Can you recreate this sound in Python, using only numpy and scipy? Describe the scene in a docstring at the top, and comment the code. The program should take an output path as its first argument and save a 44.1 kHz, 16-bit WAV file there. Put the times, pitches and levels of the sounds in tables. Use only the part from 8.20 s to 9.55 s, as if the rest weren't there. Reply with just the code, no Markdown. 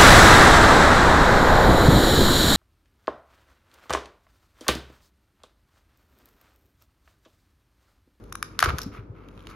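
"""A thin plastic cover is pulled off a clear tray by two hands, close by in a small live room.
The sheet ticks under strain, snaps loudly in a quick run, then rubs with faint ticks and scrapes.
Snaps are noise bursts with short ringing tones; rubbing and crinkling are many tiny random clicks.
Soft thumps are fading sine waves. Noise shaped by a spectrum makes the handling and the room rumble,
a decaying noise tail makes the echo, and two sine waves add a faint hum."""
import sys
import numpy as np
from scipy import signal
from scipy.fft import rfft, irfft, next_fast_len
from scipy.io import wavfile

SR = 44100
rng = np.random.default_rng(int(sys.argv[2]) if len(sys.argv) > 2 else 0)


def persist_wave(psi):
    """Save psi, clipped to +-1, as 16-bit WAV."""
    counts = np.round(np.clip(psi, -1, 1) * 32767).astype(np.int16)
    wavfile.write(sys.argv[1], SR, np.atleast_2d(counts).T)


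N = 59535
TIME = np.arange(N) / SR

# Faint hum in the room: (frequency [Hz], level [dB])
HUM = [(48.5, -50), (97, -51)]
# Spectrum shape of the room rumble: (frequency [Hz], density [dB per Hz])
RUMBLE_SPECTRUM = [(20, -23), (33, -12), (50, -3.5), (95, -4.5), (160, -5.5), (300, -4.5), (460, -9),
                   (650, -22), (1300, -24.5), (2500, -47.5), (5000, -52.5), (8000, -62), (16000, -65)]
# Side against middle for diffuse sound: (frequency [Hz], level [dB])
STEREO_WIDTH = [(30, -25), (120, -16.5), (300, -11.5), (1000, 1), (4000, -1), (12000, 3.5)]
# Tone of the room's echo: (frequency [Hz], level [dB])
ROOM_COLOUR = [(100, -12), (500, 2), (1300, -7.5), (2500, -10), (3800, -5), (5200, -4), (8000, -6.5),
               (12000, -8), (16000, -3)]
# Low noise of the moving hands: (time [s], level [dB])
HANDLING_LEVEL = [(0, -49.5), (.15, -55.5), (.38, -66), (.45, -39.5), (.54, -37.5), (.60, -47.5),
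                  (.70, -50), (.84, -53.5), (1.0, -61), (1.2, -59.5), (1.3, -54)]
# Spectrum shape of that noise: (frequency [Hz], density [dB per Hz])
HANDLING_SPECTRUM = [(25, 1.5), (60, 5), (130, -1.5), (300, -7), (480, -4.5), (650, -16.5), (1500, -28.5),
                     (4000, -59)]
# Sliding of sheet on sheet and skin: (time [s], level [dB])
RUB_LEVEL = [(0, -64), (.1, -66), (0.378, -61), (0.438, -24), (.475, -36), (0.497, -26), (0.522, -48.5),
             (.6, -46.5), (0.713, -66.5), (.724, -48.5), (0.766, -44.5), (.805, -53), (.84, -66),
             (.93, -72.5), (.96, -56), (1.04, -57), (1.11, -62.5), (1.18, -59), (1.280, -56),
             (1.293, -47.5), (1.35, -53)]
# Spectrum shape of the sliding: (frequency [Hz], density [dB per Hz])
RUB_SPECTRUM = [(200, -6), (500, -6.5), (800, -7), (1050, 1.5), (1300, 7.5), (1800, -7), (2250, -2),
                (3200, -13.5), (4000, -19), (6500, -30), (8300, -48), (11000, -27), (16000, -37)]
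# Fine bright crinkling of the bent sheet: (time [s], level [dB])
CRINKLE_LEVEL = [(0, -70), (.39, -71), (0.403, -31), (0.432, -59), (0.441, -29), (0.469, -48.5),
                 (0.551, -64), (0.599, -50), (.64, -54), (.70, -72.5), (0.759, -62), (.85, -105.5),
                 (1.05, -81.5), (1.15, -71), (1.25, -70), (1.30, -56), (1.35, -71)]
# Soft flaps and knocks of tray and hands: (time [s], level [dB], pitch [Hz], 60 dB decay [s])
THUMPS = [(.427, -6, 716, 0.013), (0.435, -20, 90, 0.099), (0.461, -18, 381, 0.025), (0.473, -14, 76, 0.12),
          (0.478, -29.5, 136, 0.24), (.530, -17.5, 76.4, 0.11), (.535, -33, 437, 0.059),
          (0.542, -16, 137, 0.036), (0.661, -20.5, 190.4, 0.039), (0.663, -29, 282, .1),
          (0.671, -33.5, 99.5, 0.12), (0.786, -28, 108.7, 0.11), (0.818, -39, 65, 0.22),
          (0.897, -27.5, 110.2, 0.099)]
# Ringing modes of the thin panel, before its low cut:
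# (frequency at pitch ratio 1 [Hz], level [dB], 60 dB decay [s])
PANEL_MODES = [(1125, -0.5, 0.013), (1433, 2.5, 0.0071), (1765, -10, 0.012), (2430, -23, 0.0065),
               (2910, -11.5, 0.0048)]
# The strained dome gives a little, then cracks:
# (time [s], pop level [dB], pitch ratio [1], delay of the crack [s], crack level [dB])
STRAINS = [(0.1235, -25.5, 0.98, 0.0017, -20.5), (0.1527, -21.5, 0.98, 0.0013, -23),
           (0.2265, -14, 1.058, 0.0003, -15)]
# Spectrum shape of the strain cracks: (frequency [Hz], density [dB per Hz])
STRAIN_SPECTRUM = [(300, -27.5), (850, -21.5), (1150, -9), (1650, 4.5), (2000, 0.5), (2350, 6.5), (2900, 0),
                   (3200, -10.5), (3750, 2), (4300, -7.5), (5300, 1.5), (6700, 0.5), (8300, -20.5),
                   (9700, 3), (11400, -2), (13000, -10.5), (16000, -23.5)]
# The sheet buckles:
# (time [s], crack level [dB], pop level [dB], pitch ratio [1], brightness [dB per octave])
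SNAPS = [(0.3907, -7, -14.5, 1.05, -2), (0.4027, -25.5, -20, 1.3, 8), (0.4053, -22, -26, 1.12, 5),
         (0.4116, -19.5, -32.5, 1.46, -14), (0.414, -28, -42, 1.1, -12.5), (.4262, -9.5, 0.5, 1.043, 1),
         (0.4294, -40.5, -10.5, 1.12, -6.5), (0.4382, -13, -19, 0.69, -7), (0.4426, -14, -29, 1.2, -3.5),
         (0.4458, -18, -23, 1.4, 4), (0.4583, -14, -12.5, 1.03, -6), (0.465, -24, -28, 1.3, -15),
         (0.4899, -26, -28, .85, -3.5), (0.495, -21.5, -40, .85, -4.5), (0.503, -15.5, -18.5, 0.816, -9.5),
         (.5840, -17, -27, 1.3, 0.5), (0.589, -24, -21, 0.987, 4)]
# Spectrum shape of snaps and crinkles, before any tilt: (frequency [Hz], density [dB per Hz])
CRACK_SPECTRUM = [(300, -21.5), (800, -16), (1300, 7), (2000, 1.5), (2400, -1), (3300, 0), (3800, 2),
                  (4800, 0.5), (6600, 0), (8300, -17.5), (9800, -3.5), (11200, -3), (13000, -9.5),
                  (16000, -25.5)]
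# Faint ticks of the relaxing sheet: (time [s], level [dB], brightness [dB per octave])
TICKS = [(0.0393, -45, 2.5), (1.086, -38.5, -4.5), (1.1764, -38.5, -7), (1.1927, -43.5, -4),
         (1.205, -41.5, -5.5), (1.226, -52, 3), (1.238, -51, -4), (1.253, -50, -7), (1.2700, -27.5, -2.5),
         (1.291, -41, -11), (1.301, -43, 5)]
# Spectrum shape of the ticks, before any tilt: (frequency [Hz], density [dB per Hz])
TICK_SPECTRUM = [(500, -14), (1200, 2), (2100, -3.5), (3000, 7), (3800, 5.5), (5000, -6), (7000, -2),
                 (8300, -20.5), (10500, 1), (13500, -9), (16000, -16)]
# Rim catches and scrapes: (time [s], level [dB])
SCRAPES = [(0.6164, -27.5), (0.6311, -32)]
# Spectrum shape of the scrapes: (frequency [Hz], density [dB per Hz])
SCRAPE_SPECTRUM = [(500, -13.5), (2800, -13), (3400, -13.5), (3800, 3), (4250, -8), (4650, -9), (5350, 7),
                   (5900, -3), (6500, -9), (8400, -18), (11000, -12), (13500, -8), (16000, -26)]

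RUMBLE_DB = -48.5
ROOM_DB, ROOM_T60_S, ROOM_TREBLE_T60_S = -6.5, 0.49, 0.28
ROOM_SPLIT_HZ, ROOM_BUILD_S = 4200, 0.0093
WALL_DELAY_S, WALL_T60_S, WALL_DB = 0.0085, 0.06, 8  # a cluster of early wall reflections
RUB_GRAINS_PER_S, RUB_GRAIN_SPREAD_DB = 2200, 2.5
CRINKLES_PER_S, CRINKLE_SPREAD_DB = 1500, 2.5
FLUTTER_DB, FLUTTER_S = 2, 0.0044  # the grip catches and gives
THUMP_RISE_CYCLES = 0.32
PANEL_LOW_HZ = 810  # the small panel radiates little below this
POP_DELAY_S = 0.00043
CRACK_RISE_S, CRACK_T60_S, SCRAPE_T60_S = 0.00037, 0.009, 0.026
# Left is raised by this many dB and right is lowered by as many
CRACK_PAN_DB, POP_PAN_DB, THUMP_PAN_DB, RUMBLE_PAN_DB = -0.1, 1.8, 1, 0.8
CRACK_SIDE_DB, RUB_SIDE_DB = -5, -8
LEFT_LEAD_S = 0.00002
PEAK_LIMIT, LOW_CUT_HZ, CUTOFF_HZ = 0.85, 25, 16300


def from_db(db):
    """Turn decibels into gain."""
    return 10 ** (np.asarray(db) / 20)


def rms_one(x):
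    """Scale to an rms (average strength) of one."""
    return x / np.sqrt(np.mean(x ** 2) + 1e-20)


def pan(db):
    """Gains for left and right."""
    return from_db([[db], [-db]])


def level_curve(points):
    """Read a level in dB at every sample, along straight lines between points."""
    return np.interp(TIME, *np.transpose(points))


def butterworth(x, hz, kind):
    """Gentle low-pass or high-pass filter."""
    return signal.sosfilt(signal.butter(2, hz, kind, fs=SR, output="sos"), x)


def colour(x, points, tilt=0, keep_power=True):
    """Filter to a spectrum, tilted in dB per octave, with nothing sounding before its cause."""
    size = next_fast_len(2 * N)
    octave = np.log2(np.maximum(np.fft.rfftfreq(2 * size, 1 / SR), 1))
    hz, db = np.transpose(points)
    shape_db = np.interp(octave, np.log2(hz), db)
    tilt_db = tilt * np.maximum(octave, np.log2(hz[0]))
    gain = from_db(shape_db + tilt_db)
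    if keep_power:
        gain = rms_one(gain)
    # Folding the cepstrum gives the minimum-phase filter with this gain
    cepstrum = irfft(np.log(gain))[:size]
    cepstrum[1:] *= 2
    response = np.exp(rfft(cepstrum, 2 * size))
    return irfft(rfft(x, 2 * size) * response)[..., :N]


def spread(pair, side_db):
    """Use two unrelated signals as the middle and side of a stereo pair."""
    middle, side = pair
    return rms_one(middle + from_db(side_db) * side * [[1], [-1]])


def diffuse_noise():
    """Stereo noise, alike in the bass and unrelated in the treble."""
    middle, side = rng.standard_normal((2, N))
    return middle + colour(side, STEREO_WIDTH, keep_power=False) * [[1], [-1]]


def age(start_s):
    """Time since an event, zero before it."""
    return np.maximum(TIME - start_s, 0)


def envelope(start_s, rise_s, t60):
    """Quick rise and exponential decay, falling 60 dB in t60 seconds."""
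    rise = 1 - np.exp(-(age(start_s) / rise_s) ** 2)
    return rise * from_db(-60 * age(start_s) / t60)


def rumble():
    """Steady low background noise of the room with a faint hum."""
    hum = sum(from_db(db) * np.sin(2 * np.pi * (hz * TIME + rng.random())) for hz, db in HUM)
    noise = rms_one(colour(diffuse_noise(), RUMBLE_SPECTRUM))
    return (from_db(RUMBLE_DB) * noise + hum) * pan(RUMBLE_PAN_DB)


def room(x):
    """Early wall reflections and a diffuse echo whose treble dies sooner."""
    noise = diffuse_noise()
    low = butterworth(noise, ROOM_SPLIT_HZ, "low")
    high = butterworth(noise, ROOM_SPLIT_HZ, "high")
    low_tail = low * envelope(0, ROOM_BUILD_S, ROOM_T60_S)
    high_tail = high * envelope(0, ROOM_BUILD_S, ROOM_TREBLE_T60_S)
    walls = from_db(WALL_DB) * envelope(WALL_DELAY_S, ROOM_BUILD_S, WALL_T60_S)
    tail = (low_tail - high_tail) * (1 + walls)
    tail = colour(rms_one(tail) / np.sqrt(N), ROOM_COLOUR, keep_power=False)
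    mono = x.mean(axis=0)[None]
    return from_db(ROOM_DB) * signal.fftconvolve(mono, tail, axes=1)[:, :N]


def handling():
    """The hands shift their grip and shake the tray, heard as low noise."""
    noise = rms_one(colour(diffuse_noise(), HANDLING_SPECTRUM))
    return from_db(level_curve(HANDLING_LEVEL)) * noise


def flutter_db():
    """Quick random swings of friction."""
    knots = rng.standard_normal(N)
    return FLUTTER_DB * np.interp(TIME / FLUTTER_S, np.arange(N), knots)


def grains(per_s, spread_db, level, spectrum):
    """Many tiny catches and slips sounding through the sheet."""
    size_db = spread_db * np.minimum(rng.exponential(1, (2, N)), 4)
    sizes = from_db(size_db) * rng.choice([-1, 1], (2, N))
    slips = sizes * (rng.random((2, N)) < per_s / SR)
    loudness = from_db(level_curve(level) + flutter_db())
    return colour(spread(slips, RUB_SIDE_DB) * loudness, spectrum)


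def rubbing():
    """Dull sliding of the surfaces and bright crinkling of the bent sheet."""
    sliding = grains(RUB_GRAINS_PER_S, RUB_GRAIN_SPREAD_DB, RUB_LEVEL, RUB_SPECTRUM)
    crinkling = grains(CRINKLES_PER_S, CRINKLE_SPREAD_DB, CRINKLE_LEVEL, CRACK_SPECTRUM)
    return sliding + crinkling


def thumps():
    """Heavily damped swings of the whole tray, as fading sine waves."""
    total = np.zeros(N)
    for start_s, db, hz, t60 in THUMPS:
        swing = np.sin(2 * np.pi * hz * age(start_s))
        total += from_db(db) * envelope(start_s, THUMP_RISE_CYCLES / hz, t60) * swing
    return pan(THUMP_PAN_DB) * total


def crack(start_s, db, tilt, spectrum, t60):
    """A crease runs through the sheet in a burst of tiny slips, made from noise."""
    noise = spread(rng.standard_normal((2, N)), CRACK_SIDE_DB)
    burst = noise * envelope(start_s, CRACK_RISE_S, t60)
    return from_db(db) * colour(burst, spectrum, tilt) * pan(CRACK_PAN_DB)


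def pop(start_s, db, ratio):
    """The panel flips over and its modes ring briefly."""
    ringing = np.zeros(N)
    for k, (hz, level, t60) in enumerate(PANEL_MODES):
        fade = from_db(level - 60 * age(start_s) / t60)
        # Neighbouring modes start in opposite directions
        ringing += (-1) ** k * fade * np.sin(2 * np.pi * hz * ratio * age(start_s))
    return from_db(db) * butterworth(ringing, PANEL_LOW_HZ, "high") * pan(POP_PAN_DB)


def sheet():
    """Strain clicks and snaps are a crack with a pop, ticks a crack alone, scrapes a longer burst."""
    total = np.zeros((2, N))
    for start_s, pop_db, ratio, delay, crack_db in STRAINS:
        total += pop(start_s, pop_db, ratio)
        total += crack(start_s + delay, crack_db, 0, STRAIN_SPECTRUM, CRACK_T60_S)
    for start_s, crack_db, pop_db, ratio, tilt in SNAPS:
        total += crack(start_s, crack_db, tilt, CRACK_SPECTRUM, CRACK_T60_S)
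        total += pop(start_s + POP_DELAY_S, pop_db, ratio)
    for start_s, db, tilt in TICKS:
        total += crack(start_s, db, tilt, TICK_SPECTRUM, CRACK_T60_S)
    for start_s, db in SCRAPES:
        total += crack(start_s, db, 0, SCRAPE_SPECTRUM, SCRAPE_T60_S)
    return total


def scene():
    """The tray, slightly to the left, with its room and the background."""
    left, right = sheet() + thumps() + rubbing()
    late_right = np.interp(TIME - LEFT_LEAD_S, TIME, right)
    tray = np.array([left, late_right])
    return tray + room(tray) + rumble() + handling()


def record(dry):
    """Round off the loud peaks, then cut the deepest bass and the top of the spectrum."""
    rounded = PEAK_LIMIT * np.tanh(dry / PEAK_LIMIT)
    thinned = butterworth(rounded, LOW_CUT_HZ, "high")
    return signal.sosfilt(signal.ellip(10, 0.1, 80, CUTOFF_HZ, fs=SR, output="sos"), thinned)


dry = scene()
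out = record(dry)
persist_wave(out)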